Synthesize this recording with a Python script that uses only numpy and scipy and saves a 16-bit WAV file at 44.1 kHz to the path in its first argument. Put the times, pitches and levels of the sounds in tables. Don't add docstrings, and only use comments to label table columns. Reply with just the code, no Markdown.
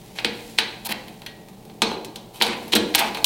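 import sys
import numpy as np
from scipy import signal
from scipy.fft import rfft, irfft
from scipy.io import wavfile
from scipy.ndimage import uniform_filter1d

SR = 44100
rng = np.random.default_rng(int(sys.argv[2]) if len(sys.argv) > 2 else 0)


def master(y):
    cut = np.clip(np.atleast_2d(y).T, -1, 1)
    pcm = np.round(cut * 32767)
    wavfile.write(sys.argv[1], SR, pcm.astype(np.int16))


N = 143325


def undb(db):
    return 10 ** (np.asarray(db) / 20)


def unit(x):
    return x / np.sqrt(np.mean(x ** 2) + 1e-20)


def add(out, start, x):
    i = int(np.clip(start * SR, 0, N - 1))
    out[i:i + len(x)] += x[:N - i]


def gain_curve(points):
    hz, db = np.array(points).T
    f = np.maximum(np.fft.rfftfreq(N, 1 / SR), 1)
    return undb(np.interp(np.log(f), np.log(hz), db))


def noise(points):
    white = rfft(rng.standard_normal(N))
    return unit(irfft(white * gain_curve(points), N))


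# f/Hz, relative level/dB per Hz
AIR_SPECTRUM = [(15, -48.5), (25, -5), (91, -12), (122, -8.5), (193, 1), (227, -11), (349, -6.5),
                (433, -13.5), (509, -13), (598, -10.5), (684, -15.5), (782, -11), (970, -18), (1570, -34.5),
                (3000, -43), (5430, -65), (15500, -34.5)]
# f/Hz, level/dB before HUM_DB
HUM_TONES = [(118.4, -53), (220.7, -53), (436.0, -54.5), (769.8, -57.5)]
AIR_DB, HUM_DB = -46, -2


def background():
    t = np.arange(N) / SR
    hum = 0
    for hz, db in HUM_TONES:
        hum = hum + undb(db) * np.sqrt(2) * np.sin(2 * np.pi * (hz * t + rng.random()))
    return undb(AIR_DB) * noise(AIR_SPECTRUM) + undb(HUM_DB) * hum


# t/s, level/dB
RUSTLE_LEVEL = [(0, -52), (.3, -51.5), (.41, -46), (.5, -45.5), (.58, -49.5), (.75, -53), (1.1, -52),
                (1.4, -56.5), (2.3, -55.5), (2.6, -48.5), (3.25, -46.5)]
# f/Hz, relative level/dB per Hz
CLOTH_SPECTRUM = [(500, -24.5), (2000, 6), (4000, 5.5), (6000, 1), (9000, 0.5), (15000, -3.5)]
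GRAIN_DB = 1.0


def jacket():
    t = np.arange(N) / SR
    grain = unit(uniform_filter1d(rng.standard_normal(N), size=200))
    swell_db = np.interp(t, *np.array(RUSTLE_LEVEL).T)
    return noise(CLOTH_SPECTRUM) * undb(swell_db + GRAIN_DB * grain)


# f/Hz, time to fade by 60 dB t/s, reverberant level/dB
GARAGE_ECHO = [(150, 0.588, 9), (400, 0.845, 3.5), (943, 0.819, 0), (1389, 0.516, -1), (2500, 0.582, -7),
               (4200, 0.526, -6), (7020, 0.51, -9.5), (13900, 0.107, -27)]
ROOM_DELAY_S, ROOM_BUILD_S = 0.001854, 0.00167


def garage(x):
    t = np.arange(SR) / SR
    hz, t60, db = np.array(GARAGE_ECHO).T
    edges = np.geomspace(60, 18000, 18)
    f = np.fft.rfftfreq(SR, 1 / SR)
    white = rfft(rng.standard_normal(SR))
    build = 1 - np.exp(-np.maximum(t - ROOM_DELAY_S, 0) / ROOM_BUILD_S)
    tail = 0
    for lo, hi in zip(edges, edges[1:]):
        middle = np.log(lo * hi) / 2
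        band_t60 = np.interp(middle, np.log(hz), t60)
        band_db = np.interp(middle, np.log(hz), db)
        fade = np.exp(-np.log(1000) * t / band_t60)
        part = irfft(white * (f >= lo) * (f < hi), SR) * build * fade
        tail = tail + unit(part) * undb(band_db) * np.sqrt(2 * (hi - lo)) / SR
    return signal.fftconvolve(x, tail)[:N]


# f/Hz, level/dB
BODY_COLOUR = [(80, -6.5), (150, -17), (220, 2), (255, -6.5), (340, 1.5), (450, -3.5), (550, -3), (760, 5),
               (950, 4.5), (1150, -4.5), (1400, -4), (1650, 1), (2300, 4), (3100, 1), (4200, 2.5),
               (5000, -2.5), (5800, -1), (6800, -1), (9000, -1), (11000, -1.5), (13000, -5), (16000, -7)]


def body(x):
    cepstrum = irfft(np.log(gain_curve(BODY_COLOUR)), N)
    cepstrum[1:] *= 2
    response = irfft(np.exp(rfft(cepstrum[:N // 2], N)), N)
    return signal.fftconvolve(x, response[:SR // 10])[:N]


# f/Hz, width f/Hz, level/dB before CLANG_DB
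CLAMPED_STRIP = [(917, 46.4, -7), (1593, 15, -2.5), (2258.6, 20, -12.5), (2520.4, 31, -0.5),
                 (2718, 18.3, -7.5), (3061, 69.5, -4.5), (3230, 125, 0.5), (3498, 180, -4), (3894, 69.4, 3),
                 (3997, 16.7, -9), (4217, 85, -2.5), (4599, 79, -10), (5404, 136, -9.5), (7712, 154, -8.5),
                 (8725, 73, -9.5), (9875, 65, -17), (12310, 273, 1), (14270, 230, 3.5)]
DRY_DB, CLANG_DB = -3, -3


def clang(x):
    rung = 0
    for hz, width, db in CLAMPED_STRIP:
        b, a = signal.iirpeak(hz, hz / width, fs=SR)
        rung = rung + undb(db) * signal.lfilter(b, a, x)
    return undb(DRY_DB) * x + undb(CLANG_DB) * rung


BAND_EDGES = [130, 500, 1400, 2800, 4900, 9500, 15800]
BAND_LEVELS = [2.5, 1.5, 0, -0.5, 1, 0.5]


def voiced(force, dbs, length):
    out = 0
    for lo, hi, db, overall_db in zip(BAND_EDGES, BAND_EDGES[1:], dbs, BAND_LEVELS):
        band_pass = signal.butter(3, [lo, hi], "band", fs=SR, output="sos")
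        out = out + unit(signal.sosfilt(band_pass, force)) * undb(db + overall_db)
    return out * np.sqrt(length * SR / len(force))


# start t/s, length t/s,
# then level/dB of thud, knock, clank, clack, tick, fizz before the overall band levels and colouring
SCRAPE_EVENTS = [(0.149,0.0636,-47,-51.5,-46,-46.5,-46.5,-50), (0.577,0.013,-66,-44,-43,-31,-39,-52.5),
                 (0.845,0.0317,-60.5,-39.5,-41.5,-35,-35,-28), (0.886,0.034,-35.5,-36.5,-34.5,-34,-40,-33),
                 (0.913,0.0148,-49,-35,-27,-27.5,-33.5,-30), (1.826,0.1323,-39,-39,-46.5,-44.5,-51.5,-55.5),
                 (2.332,0.0682,-65,-51.5,-55.5,-49,-50.5,-47), (2.399,0.0226,-34.5,-46,-42,-35,-41,-44),
                 (2.426,0.0661,-35.5,-32.5,-35,-33.5,-37.5,-40),
                 (2.464,0.0873,-38.5,-41,-34,-37.5,-43.5,-54.5), (2.61,0.064,-43,-70,-55.5,-64.5,-57,-53),
                 (2.719,0.02507,-29.5,-35,-26,-20.5,-27,-31.5),
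                 (2.755,0.01803,-22.5,-29.5,-21,-19,-26.5,-26), (2.94,0.0091,-54,-43,-32.5,-30,-43.5,-45),
                 (2.952,0.0074,-55.5,-47,-29,-22,-22,-13), (2.974,0.0416,-44.5,-37.5,-26,-25,-28,-32),
                 (2.998,0.0315,-35,-23.5,-26.5,-36,-43.5,-52.5),
                 (3.017,0.0812,-39,-38,-33.5,-38.5,-42.5,-45)]
SLIPS_PER_S, SLIP_SPREAD_DB, SLIP_S = 1800, 5.5, 0.00085
RUB_POWER = undb(-3.5)
SCRAPE_EDGE = 0.177


def scrapes():
    out = np.zeros(N)
    t = np.arange(SR // 6) / SR
    for start, length, *dbs in SCRAPE_EVENTS:
        slip_now = rng.random(len(t)) < SLIPS_PER_S / SR
        slips = slip_now * undb(SLIP_SPREAD_DB * rng.standard_normal(len(t)))
        slip_power = signal.lfilter([1], [1, -np.exp(-2 / (SLIP_S * SR))], slips ** 2)
        grip = np.sqrt(slip_power + RUB_POWER)
        press = np.clip(np.minimum(t, length - t) / (SCRAPE_EDGE * length), 0, 1)
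        force = grip * press * rng.standard_normal(len(t))
        add(out, start, voiced(force, dbs, length))
    return out


def ring(modes, flutter):
    t = np.arange(SR) / SR
    flutter_t = np.linspace(0, 1, 100)
    out = 0
    for hz, db, t60 in modes:
        waver = 1 + flutter * np.interp(t, flutter_t, rng.standard_normal(100))
        tone = rng.choice([-1, 1]) * np.sin(2 * np.pi * hz * t)
        out = out + undb(db) * waver * tone * np.exp(-np.log(1000) * t / t60)
    return out


# f/Hz, relative level/dB, time to fade by 60 dB t/s
DOOR_MODES = [(83.2, -17, 1), (189.3, -35.5, 0.84), (224.25, -6.5, 1), (281.5, -5, 1), (349.64, 0.5, 0.217),
              (473.6, 4, 0.39), (699, -13, 1), (738.4, -24, 0.3), (877, -12, 0.53), (843, -39, 1),
              (934, -14.5, 0.27)]


def door_ring():
    return ring(DOOR_MODES, flutter=0.71)


# f/Hz, relative level/dB, time to fade by 60 dB t/s
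STRIP_MODES = [(454.75, -2, 0.68), (873.1, 1.5, 0.584), (1211, -5.5, 0.455), (1744, -14, 0.29),
               (2240, -6.5, 0.44), (2450, -11, 0.26), (2880, -29, .4), (3630, 0, 0.19), (3920, -16, 0.28),
               (4025, -8, 0.58), (4093, -5, 0.714), (3900, -6, 0.49), (4350, 1.5, 0.38), (5040, -7.5, 0.24),
               (5630, -8.5, .25), (6250, -7.5, 0.29)]


def strip_ring():
    return ring(STRIP_MODES, flutter=1.47)


# f/Hz, relative level/dB, time to fade by 60 dB t/s
LEVER_MODES = [(1905, -7, 0.443), (3290, -4, 0.114), (4220, -10.5, 0.22), (6000, -12, 0.128)]


def lever_ring():
    return ring(LEVER_MODES, flutter=0.25)


def burst(shape):
    spectrum = rfft(shape * rng.standard_normal(len(shape)), 2 * len(shape))
    return irfft(np.exp(1j * np.angle(spectrum)))[:len(shape)]


# t/s, then level/dB of thud, knock, clank, clack, tick, fizz
# before the overall band levels and colouring, then door ring and strip ring as level/dB
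SNAP_EVENTS = [(0.1863,-53,-39.5,-31.5,-31.5,-46.5,-63.5,-83,-74),
               (0.2462,-32.5,-33.5,-24,-22,-32,-39,-36,-47.5),
               (0.5857,-37.5,-31.5,-20,-18,-27,-33.5,-42.5,-38.5),
               (1.082,-50,-59.5,-50,-48.5,-54.5,-50.5,-79,-82),
               (1.2185,-60,-51.5,-50.5,-48,-54.5,-52,-76.5,-73.5),
               (1.2624,-55.5,-50,-40,-39,-47,-43.5,-74.5,-58.5),
               (1.485,-58.5,-75.5,-58,-59.5,-56,-55.5,-80,-64),
               (1.6513,-48.5,-71,-66,-62.5,-59.5,-55,-79.5,-67.5),
               (1.6973,-54,-55,-57.5,-55,-66,-72.5,-80,-78.5),
               (1.8193,-25.5,-24.5,-24,-20,-24,-32.5,-47.5,-31),
               (2.0467,-49,-60,-48,-42,-41.5,-42.5,-74.5,-59),
               (2.1583,-54.5,-48,-48,-38.5,-41,-44,-51.5,-64),
               (2.4126,-39,-25,-22.5,-25,-46.5,-42,-58,-46.5), (2.421,-59,-35,-30,-18,-25,-26.5,-37.5,-42),
               (2.68,-55,-58,-53.5,-50,-51,-45,-73.5,-65.5), (2.735,-26.5,-27.5,-28,-24,-51,-46,-44.5,-50),
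               (2.7521,-25,-30.5,-37.5,-24.5,-23.5,-23,-27.5,-44),
               (2.9484,-54.5,-27.5,-22,-18.5,-20.5,-23.5,-61,-41.5),
               (2.991,-35,-33,-35,-28.5,-47,-22.5,-60.5,-62),
               (3.1467,-45,-37,-37.5,-33.5,-43,-41.5,-72.5,-54.5),
               (3.171,-42.5,-38,-36.5,-47.5,-44,-43.5,-65.5,-46.5),
               (3.2435,-42.5,-34,-30,-16,-18,-19,-58.5,-44)]
CRACK_S, CHATTER_S, CHATTER_DB = 0.001337, 0.00852, 0.5
SNAP_S = 0.02522
LEVER_S, LEVER_DB = 1.2622, -34.5


def snaps():
    cracks, door, metal = np.zeros((3, N))
    t = np.arange(SR // 8) / SR
    shape = np.exp(-t / CRACK_S) + undb(CHATTER_DB) * np.exp(-t / CHATTER_S)
    door_tones, strip_tones = door_ring(), strip_ring()
    for start, *dbs, door_db, strip_db in SNAP_EVENTS:
        add(cracks, start, voiced(burst(shape), dbs, SNAP_S))
        add(door, start, undb(door_db) * door_tones)
        add(metal, start, undb(strip_db) * strip_tones)
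    add(metal, LEVER_S, undb(LEVER_DB) * lever_ring())
    return cracks, door, metal


DOOR_ROOM_DB, STRIP_ROOM_DB = -11, -11


def scene():
    cracks, door, metal = snaps()
    contact = clang(body(cracks + scrapes()))
    room = garage(contact + undb(DOOR_ROOM_DB) * door + undb(STRIP_ROOM_DB) * metal)
    return (background() + jacket() + room + contact + door + metal)[None]


DRIVE, TOP_HZ = 0.267, 15900


def record(dry):
    rounded = np.tanh(DRIVE * dry) / DRIVE
    low_pass = signal.ellip(8, .2, 70, TOP_HZ, fs=SR, output="sos")
    return signal.sosfilt(low_pass, rounded)


dry = scene()
out = record(dry)
master(out)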